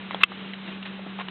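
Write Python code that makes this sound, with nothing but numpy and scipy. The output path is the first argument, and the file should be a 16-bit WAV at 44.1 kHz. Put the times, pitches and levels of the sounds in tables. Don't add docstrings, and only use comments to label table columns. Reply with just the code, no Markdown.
import sys
import numpy as np
from scipy import signal
from scipy.fft import rfft, irfft, next_fast_len
from scipy.io import wavfile
from scipy.ndimage import map_coordinates

SR = 44100
rng = np.random.default_rng(int(sys.argv[2]) if len(sys.argv) > 2 else 0)


def file_out(sig):
    cols = np.atleast_2d(sig).T
    lim = np.clip(cols, -1, 1)
    pcm = np.round(lim * 32767).astype(np.int16)
    wavfile.write(sys.argv[1], SR, pcm)


N = 57330
TOP_HZ = 4743


def amp(db):
    return 10 ** (np.asarray(db) / 20)


def unit(x):
    return x / np.sqrt(np.mean(x ** 2) + 1e-20)


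def curve(rows):
    return np.interp(np.arange(N) / SR, *np.transpose(rows))


def since(start):
    return np.maximum(np.arange(N) / SR - start, 0)


def wobble(rate):
    return map_coordinates(rng.standard_normal(4096), [np.arange(N) * rate / SR], mode="wrap")


def filtered(x, response):
    size = next_fast_len(N + SR // 2)
    return irfft(rfft(x, size) * response(np.fft.rfftfreq(size, 1 / SR)), size)[:N]


def high_pass(x, hz, order):
    return signal.sosfilt(signal.butter(order, hz, "high", fs=SR, output="sos"), x)


def low_pass(x, hz, order):
    return filtered(x, lambda f: 1 / np.sqrt(1 + (f / hz) ** (2 * order)))


def noise(colour_db):
    white = rng.standard_normal(N)
    return unit(filtered(white, lambda f: amp(colour_db(f + 1) - 120 * (f + 1 > TOP_HZ))))


def band_noise(centre_hz, width_oct):
    return noise(lambda f: -3 * (np.log2(f / centre_hz) / width_oct) ** 2)


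def struck(t, attack_s, t60):
    return (1 - np.exp(-t / attack_s)) * np.exp(-np.log(1000) * t / t60)


def ring(t, hz, attack_s, t60):
    return np.sin(2 * np.pi * hz * t) * struck(t, attack_s, t60)


def air():
    # f/Hz, relative level/dB
    spectrum = [(25, 3.5), (60, -10.5), (120, 0.5), (200, 7), (290, 3), (390, 4.5), (560, -2.5),
                (1200, -.5), (2100, -1.5), (3000, 0), (3700, -3.5), (4400, -6.5)]
    level_db, swell_db = -42, 1.5
    hz, db = np.transpose(spectrum)
    hiss = noise(lambda f: np.interp(np.log(f), np.log(hz), db))
    return hiss * amp(level_db + swell_db * wobble(rate=12))


def hum():
    # t/s, f/Hz
    pitch = [(0, 193.5), (.28, 188.3), (.37, 193.6), (1.23, 193.2), (1.3, 183.3)]
    # t/s, level/dB
    level = [(0, -38.5), (.04, -39.5), (.085, -45), (.13, -39.5), (.2, -43.5), (.35, -43), (.48, -39.5),
             (.62, -40.5), (.83, -38), (.98, -40), (1.05, -39.5), (1.3, -39.5)]
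    waver_rad, waver_db, octave_db = 0.086, 1.5, -25
    phase = 2 * np.pi * np.cumsum(curve(pitch)) / SR + waver_rad * wobble(rate=38)
    tone = unit(np.sin(phase) + amp(octave_db) * np.sin(2 * phase))
    return tone * amp(curve(level) + waver_db * wobble(rate=38))


def clacks():
    # t/s, level/dB, low mode f/Hz, high mode f/Hz,
    # relative high mode level/dB, relative grit level/dB
    contacts = [(0.1091, -12.5, 1110, 1990, -10.5, -7), (0.1459, -8.5, 774, 3350, -8, -14),
                (0.5352, -17, 2094, 2880, -5.5, -8), (0.5394, -25.5, 2130, 3100, -11, 4.5),
                (1.2848, -22, 1950, 2990, -1, 9)]
    attack_s = 0.00032
    out = np.zeros(N)
    for start, db, low_hz, high_hz, high_db, grit_db in contacts:
        t = since(start)
        low = ring(t, low_hz, attack_s, t60=0.0059)
        high = amp(high_db) * ring(t, high_hz, attack_s, t60=0.012)
        grit = high_pass(rng.standard_normal(N), hz=1200, order=2) * struck(t, attack_s, t60=0.012)
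        out += amp(db) * (low + high + amp(grit_db) * grit)
    return high_pass(out, hz=290, order=2)


def knock():
    # t/s, relative level/dB
    contacts = [(0.2132, -23), (0.2342, 2)]
    # f/Hz, relative level/dB, t60/s
    modes = [(1163, -12, 0.025), (1302, 0, 0.011), (1481, -3, 0.0091), (1660, -19, 0.027),
             (2083, -8, 0.024), (2646, 0, 0.024), (2910, -7.5, 0.021), (3205, -7, 0.025),
             (3482, -5.5, .016), (3860, -18.5, 0.018)]
    level_db, crack_db, body_db, attack_s = 1.5, -4.5, -16.5, 0.0012
    bright, body = np.zeros(N), np.zeros(N)
    for start, db in contacts:
        t = since(start)
        ringing = sum(amp(mode_db) * ring(t, hz, attack_s, t60) for hz, mode_db, t60 in modes)
        crack = amp(crack_db) * rng.standard_normal(N) * struck(t, attack_s, t60=0.014)
        bright += amp(db) * (ringing + crack)
        body += amp(db + body_db) * ring(t, hz=430, attack_s=attack_s, t60=0.01197)
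    return amp(level_db) * (high_pass(bright, hz=950, order=6) + body)


def hoof_scuffs():
    # t/s, level/dB, length/s, centre f/Hz
    drags = [(0.099, -41, 0.075, 1500), (0.203, -32, .03, 1575), (0.217, -31.5, 0.014, 1820),
             (0.309, -44, 0.036, 1470), (.675, -30.5, 0.013, 1900), (0.823, -29.5, 0.012, 2200),
             (0.849, -32, 0.028, 1850), (1.184, -31.5, 0.024, 1460), (1.206, -29.5, 0.014, 1300)]
    rise_s, grain_depth = 0.006, 0.38
    out = np.zeros(N)
    for start, db, length_s, centre_hz in drags:
        t = since(start)
        rustle = band_noise(centre_hz, width_oct=1.02)
        grains = unit(rustle * np.exp(grain_depth * wobble(rate=700)))
        envelope = (1 - np.exp(-t / rise_s)) * np.exp(-(t / length_s) ** 2)
        out += amp(db) * grains * envelope
    return out


def hoof_bumps():
    # t/s, level/dB, f/Hz
    footfalls = [(.319, -30.5, 810), (.452, -37.5, 650), (.683, -28.5, 328), (.992, -34, 570),
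                 (1.063, -27.5, 389), (1.189, -29, 852), (1.208, -25.5, 1090)]
    attack_s, thud_db = 0.00041, -6.5
    out = np.zeros(N)
    for start, db, hz in footfalls:
        t = since(start)
        note = ring(t, hz, attack_s, t60=0.02)
        thud = amp(thud_db) * band_noise(hz, width_oct=0.8) * struck(t, attack_s, t60=0.064)
        out += amp(db) * (note + thud)
    return out


def scene():
    return (air() + hum() + knock() + clacks() + hoof_scuffs() + hoof_bumps())[None]


def gain_control(x):
    threshold_db, duck_per_db = -13, 0.3
    attack_s, hold_until_s, release_s = 0.01, 0.036, 0.035
    over_db = np.maximum(20 * np.log10(np.abs(x) + 1e-9) - threshold_db, 0)
    t = since(0)
    dip = np.clip(t / attack_s, 0, 1) * np.clip(1 - (t - hold_until_s) / release_s, 0, 1)
    duck_db = np.zeros(N)
    for peak in signal.find_peaks(over_db)[0]:
        duck_db[peak:] = np.maximum(duck_db[peak:], duck_per_db * over_db[peak] * dip[:N - peak])
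    return x * amp(-duck_db)


def record(dry):
    clip_level = 1.005
    ducked = gain_control(dry[0])
    narrow = low_pass(ducked, hz=3982, order=27)
    clipped = np.clip(narrow, -clip_level, clip_level)
    bass_cut = high_pass(clipped, hz=58, order=2)
    return low_pass(bass_cut, TOP_HZ, order=60)[None]


dry = scene()
out = record(dry)
file_out(out)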